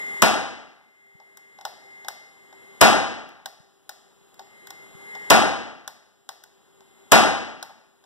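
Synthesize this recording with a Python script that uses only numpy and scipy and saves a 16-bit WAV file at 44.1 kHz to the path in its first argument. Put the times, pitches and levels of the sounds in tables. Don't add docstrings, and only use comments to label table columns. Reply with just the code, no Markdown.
import sys
import numpy as np
from scipy import signal
from scipy.fft import rfft, irfft
from scipy.io import wavfile
from scipy.ndimage import minimum_filter1d

SR = 44100
rng = np.random.default_rng(int(sys.argv[2]) if len(sys.argv) > 2 else 0)


def generate_wav(signal):
    frames = np.transpose(np.atleast_2d(signal))
    scaled = np.clip(frames, -1, 1) * 32767
    pcm = np.round(scaled).astype(np.int16)
    wavfile.write(sys.argv[1], SR, pcm)


N = 355005
TIME = np.arange(N) / SR


def amp(db):
    return 10 ** (np.asarray(db) / 20)


def evened(x):
    return x / np.sqrt(np.mean(x ** 2) + 1e-20)


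def brief(x, seconds):
    energy = np.mean(x ** 2) * x.shape[-1]
    return x * np.sqrt(seconds * SR / (energy + 1e-20))


def over_time(points):
    return np.interp(TIME, *np.transpose(points))


def read(points, hz):
    f, value = np.transpose(points)
    return np.interp(np.log(hz + 1), np.log(f + 1), value)


def add(mix, start_s, sound):
    part = mix[:, round(start_s * SR):][:, :sound.shape[-1]]
    part += sound[..., :part.shape[1]]


# (frequency [Hz], coherence [0-1])
LIKENESS = [(100, 0.96), (900, 0.98), (3000, 1), (8000, 0.97), (15000, 0.59)]


def noise(count):
    left, other = rfft(rng.standard_normal((2, count)))
    same = np.clip(read(LIKENESS, np.fft.rfftfreq(count, 1 / SR)), 0, 1)
    right = same * left + np.sqrt(1 - same ** 2) * other
    return irfft(np.array([left, right]), count)


def coloured(x, spectrum, treble_db=0, size=4096):
    hz = abs(np.fft.fftfreq(size, 1 / SR))
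    log_gain = np.log(amp(read(spectrum, hz) + treble_db * hz / (hz + 2000)))
    response = np.exp(signal.hilbert(log_gain).conj())
    taps = np.fft.ifft(response).real[:size // 2]
    taps = taps / np.linalg.norm(taps)
    return signal.oaconvolve(x, taps[None], axes=1)[:, :x.shape[1]]


def burst(hold_s, fall_s, count=4096):
    t = np.arange(count) / SR
    return noise(count) * np.exp(-np.maximum(t - hold_s, 0) / fall_s)


def rung(modes, scatter):
    t = np.arange(4096) / SR
    out = np.zeros(len(t))
    for hz, db, t60_s in modes:
        detuned_hz = hz * (1 + scatter * rng.standard_normal())
        out += amp(db - 60 * t / t60_s) * np.sin(2 * np.pi * detuned_hz * t)
    return out


def wander(rate_hz, count=2048):
    white = rng.standard_normal(count) + 1j * rng.standard_normal(count)
    hz = np.fft.fftfreq(count, N / SR / count)
    slow = np.fft.ifft(np.fft.fft(white) * np.exp(-(hz / rate_hz) ** 2))
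    return np.interp(TIME, np.linspace(0, N / SR, count), slow / np.std(slow))


# (frequency [Hz], relative density [dB per Hz])
DRONE = [(30, -17), (90, -10), (170, -1.5), (300, -3.5), (400, -0.5), (560, -7.5), (820, -6.5),
         (1500, -10.5), (2500, -17), (3400, -13.5), (5000, -23), (8000, -23), (14000, -29)]
# (time [s], frequency [Hz])
HUM = [(0, 401.5), (2, 393), (4.9, 394.1), (5.1, 404), (5.25, 418), (6.4, 392), (8, 391)]


def drone(hiss_db=-2.0, hum_db=-6.5, octave_db=-16, hum_width_hz=10, hum_waver=.45):
    turn = np.exp(2j * np.pi * np.cumsum(over_time(HUM)) / SR)
    out = amp(hiss_db) * coloured(noise(N), DRONE)
    for db, tone in [(hum_db, turn), (octave_db, turn ** 2)]:
        wavering = (1 + hum_waver * wander(hum_width_hz)) * tone
        out = out + amp(db) * evened(wavering.real)
    return out


# (frequency [Hz], level relative to its level curve [dB])
WHINE = [(1669, -10.5), (1878, -5.5), (2087, 9.5), (3423, -27), (3962, -23), (6597, -18.5), (7009, -25.5),
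         (7353, -24.5), (7429, -16.5), (7474, -21.5), (9173, -23.5), (10348, -22.5), (11272, -26)]


def whine(low_gain, high_gain, flutter=.35, flutter_hz=6, split_hz=3000):
    out = np.zeros(N)
    for hz, db in WHINE:
        gain = low_gain if hz < split_hz else high_gain
        tone = (1 + flutter * wander(flutter_hz).real) * np.cos(2 * np.pi * hz * TIME)
        out += gain * amp(db) * evened(tone)
    return out


# (time [s], level [dB])
DRONE_LEVEL = [(0, -42.5), (1.3, -40), (2, -41), (2.25, -47), (2.8, -46), (3.799, -43), (8.001, -41.5)]
# (time [s], level [dB])
WHINE_LEVEL = [(0, -44.5), (1.25, -44), (1.36, -45), (1.45, -43), (1.65, -49), (2, -42.5), (2.3, -52.5),
               (2.8, -56.5), (3.9, -73.5), (4.33, -65.5), (4.48, -52), (4.82, -49), (4.91, -57.5),
               (5.15, -43), (5.3, -46), (6.2, -71.5), (7.1, -59), (8, -69.5)]


def background():
    low_gain, high_gain = amp(over_time(WHINE_LEVEL)), amp(over_time(DRONE_LEVEL))
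    return high_gain * drone() + whine(low_gain, high_gain)


# (time [s], level [dB])
BUMPS = [(1.155, -22.5), (3.605, -23.5), (4.691, -45), (4.954, -33)]


def bumps(hz=150, width_s=0.0031):
    out = np.zeros(N)
    for s, db in BUMPS:
        t = TIME - s
        out += amp(db) * np.exp(-.5 * (t / width_s) ** 2) * np.cos(2 * np.pi * hz * t)
    return out


# (frequency [Hz], level [dB])
ROOM_MODES = [(224, -32), (344, -27.5), (570, -27.5), (626, -26), (696, -27), (724, -31.5), (791, -24.5),
              (867, -26.5), (1107, -30), (1185, -28), (1257, -29.5), (1360, -33.5), (1458, -28),
              (1638, -24)]
# (frequency [Hz], T60 [s])
ROOM_T60 = [(60, 0.98), (250, 0.8), (700, 0.77), (2000, 0.83), (3500, 0.76), (5500, 0.73), (8000, 0.61),
            (12000, 0.41), (15000, 0.23)]


def room(early_db=3, early_s=0.058, build_s=0.00037):
    t = np.arange(SR) / SR
    field = noise(SR)
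    for hz, db in ROOM_MODES:
        field = field + amp(db) * np.sin(2 * np.pi * (hz * t + rng.random()))
    hz, at_s, bins = signal.stft(field, SR, nperseg=256)
    decay = amp(-60 * at_s / read(ROOM_T60, hz)[:, None])
    field = signal.istft(bins * decay, SR, nperseg=256)[1][:, :SR]
    early_lift = amp(early_db * np.exp(-t / early_s))
    return field * early_lift * (1 - np.exp(-t / build_s))


# (time [s], level [dB], hardness [dB])
CLICKS = [(1.2005, -31, -10.5), (1.372, -24, 7.5), (1.587, -30, -11), (1.6108, -25, -3), (1.6515, -7, -2.5),
          (2.047, -27.5, -5), (2.0837, -12, 2), (2.527, -41.5, -7.5), (3.2897, -32, 7), (3.458, -5, 0.5),
          (3.893, -12, 3), (4.3425, -40.5, 6.5), (4.3939, -25, -5), (4.671, -30.5, 5.5), (4.705, -26, 3),
          (5.1512, -33, -5), (5.877, -4, 2.5), (6.2903, -9, 1.5), (6.4376, -24.5, 5.5),
          (6.8064, -36.5, -2.5), (7.627, -5.5, 1), (7.695, -28, -14), (8.0394, -33.5, -1)]
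# (frequency [Hz], level [dB], T60 [s])
FRAME = [(520, -37, 0.0087), (650, -10.5, 0.031), (729, -22, 0.098), (799, -6, 0.048), (871, -8.5, 0.046),
         (1070, 1, 0.01)]
# (frequency [Hz], level [dB], T60 [s])
STEEL = [(1245, -28, 0.087), (1513, 13.5, 0.024), (3540, 7.5, 0.025), (3845, 9, 0.022), (5710, 2.5, 0.028),
         (7960, -13, 0.033)]
# (frequency [Hz], relative density [dB per Hz])
KNOCK = [(250, -18.5), (600, -2.5), (820, 1.5), (1100, -7.5), (2500, -27.5)]
CLACK = [(250, -24), (700, -6), (1150, -1), (1450, -2.5), (1900, 2.5), (2400, -14), (3500, -2.5),
         (4600, -3), (5500, -1), (6600, -10.5), (9000, -33)]
TICK = [(4500, -20.5), (6800, 1), (7900, -4), (10000, -8), (15000, -7.5)]


def clicks(answer, knock_wet_db=-8.0, clack_wet_db=-7.5, tick_wet_db=-11, rise_s=0.0026, chatter_db=-2.5,
           steel_db=-3.0, ring_db=-2, tick_db=-5, rebound_s=.018, rebound_db=-10, level_s=.003):
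    out, t = np.zeros((2, N)), np.arange(4096) / SR
    rise = 1 - np.exp(-t / rise_s)
    wet = [(knock_wet_db, KNOCK), (clack_wet_db, CLACK), (tick_wet_db, TICK)]
    tails = [amp(db) * brief(coloured(answer, colour), level_s) for db, colour in wet]
    for s, level_db, hard_db in CLICKS:
        ring = brief(rung(FRAME, scatter=0.018) * rise, level_s)
        rebound = brief(rung(FRAME, scatter=0.018) * rise, level_s)
        chatter = brief(coloured(burst(0.0014, 0.0028), CLACK), level_s)
        steel = brief(rung(STEEL, scatter=0.025), level_s)
        clack = amp(chatter_db) * chatter + amp(steel_db) * steel
        tick = brief(coloured(burst(0.0003, 0.0025), TICK), level_s)
        frame_db = level_db + ring_db - hard_db
        part_db = [frame_db, level_db, level_db + tick_db + hard_db]
        for db, part, tail in zip(part_db, [ring, clack, tick], tails):
            add(out, s, amp(db) * part)
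            add(out, s, amp(db) * tail)
        add(out, s + rebound_s, amp(frame_db + rebound_db) * rebound)
    return out


def push(push_hz=80, swell_s=0.006, thump_hz=208, thump_s=0.0086, thump_width_s=0.0055):
    out, t = np.zeros((2, N)), np.arange(SR // 2) / SR
    shove = t / swell_s * np.exp(1 - t / swell_s) * np.sin(2 * np.pi * push_hz * t)
    thump = np.exp(-.5 * ((t - thump_s) / thump_width_s) ** 2) * np.sin(2 * np.pi * thump_hz * t)
    for s, *_, push_db, thump_db in SHOTS:
        add(out, s, amp(push_db) * shove + amp(thump_db) * thump)
    return out


# (time [s], crack [dB], blast [dB], room [dB],
# room treble lift [dB], low push [dB], barrel thump [dB])
SHOTS = [(0.2245, -10.5, 29, 13, 3.5, 4, 16), (2.813, -15.5, 27, 16, 1, 8.5, 8),
         (5.305, -9, 28, 16.5, -1, 6, 3), (7.1195, -9.5, 27, 16.5, 1, 7, -0.5)]
# (frequency [Hz], relative density [dB per Hz])
CRACK = [(100, -18.5), (700, -3.5), (2500, -6.5), (7000, -5.5), (15000, -21.5)]
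BLAST = [(25, -12.5), (100, -8.5), (300, -4.5), (800, -1), (2000, -3.5), (5000, -7.5), (9000, -10),
         (15000, -18)]
BOOM = [(30, -30), (75, -19), (115, -11), (165, -10), (230, -1), (420, -5), (580, -3), (780, 1.5),
        (980, -5.5), (1400, -5), (2400, -10.5), (3200, -13), (7500, -22.5), (14500, -32)]
# (delay [s], level over the diffuse sound [dB])
ECHOES = [(.0104, 1), (.0263, -4.5), (.0301, -3), (.0368, 4.5), (.0589, 5.5), (.0706, -4.5), (.0741, 0.5),
          (.0853, 0), (.0928, -8), (0.1186, 6.5), (0.1391, 5)]


def shots(answer, lead_s=.0039, echo_width_s=0.00032):
    out, t = np.zeros((2, N)), np.arange(SR) / SR
    echo_db = sum(db * np.exp(-.5 * ((t - s) / echo_width_s) ** 2) for s, db in ECHOES)
    echoing = answer * amp(echo_db)
    for s, crack_db, blast_db, room_db, treble_db, *_ in SHOTS:
        crack = brief(coloured(burst(0.00077, 0.0017), CRACK), .0035)
        blast = brief(coloured(burst(.0011, 0.00055), BLAST), .0021)
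        add(out, s - lead_s, amp(crack_db) * crack)
        add(out, s, amp(blast_db) * blast)
        add(out, s, amp(room_db) * coloured(echoing, BOOM, treble_db))
    return out


def scene():
    answer = room()
    return background() + bumps() + clicks(answer) + push() + shots(answer)


def gain_control(x, limit_db=-3, sense_s=0.0069, ahead_s=.0007, hold_s=0.61, recover_db_per_s=11):
    keep, reach = np.exp(-1 / (sense_s * SR)), round(hold_s * SR / 2)
    power = signal.lfilter([1 - keep], [1, -keep], np.mean(x ** 2, 0))
    wanted_db = np.minimum(limit_db - 10 * np.log10(power + 1e-12), 0)
    held_db = minimum_filter1d(wanted_db, 2 * reach + 1, origin=reach, mode="nearest")
    climb_db = recover_db_per_s * TIME
    gain_db = np.minimum.accumulate(held_db - climb_db) + climb_db
    return x * amp(np.interp(TIME + ahead_s, TIME, gain_db))


def record(dry, balance_db=1.0, ceiling=0.83, hiss_db=-78, right_lag_samples=20, edge_hz=15600):
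    left, right = gain_control(dry) + amp(hiss_db) * noise(N)
    late = np.pad(right, (right_lag_samples, 0))[:N]
    pair = np.array([left * amp(balance_db), -late * amp(-balance_db)])
    clipped = pair / (1 + (pair / ceiling) ** 8) ** (1 / 8)
    lowpass = signal.firwin(255, edge_hz, window=("kaiser", 8), fs=SR)
    return signal.oaconvolve(clipped, lowpass[None], "same")


dry = scene()
out = record(dry)
generate_wav(out)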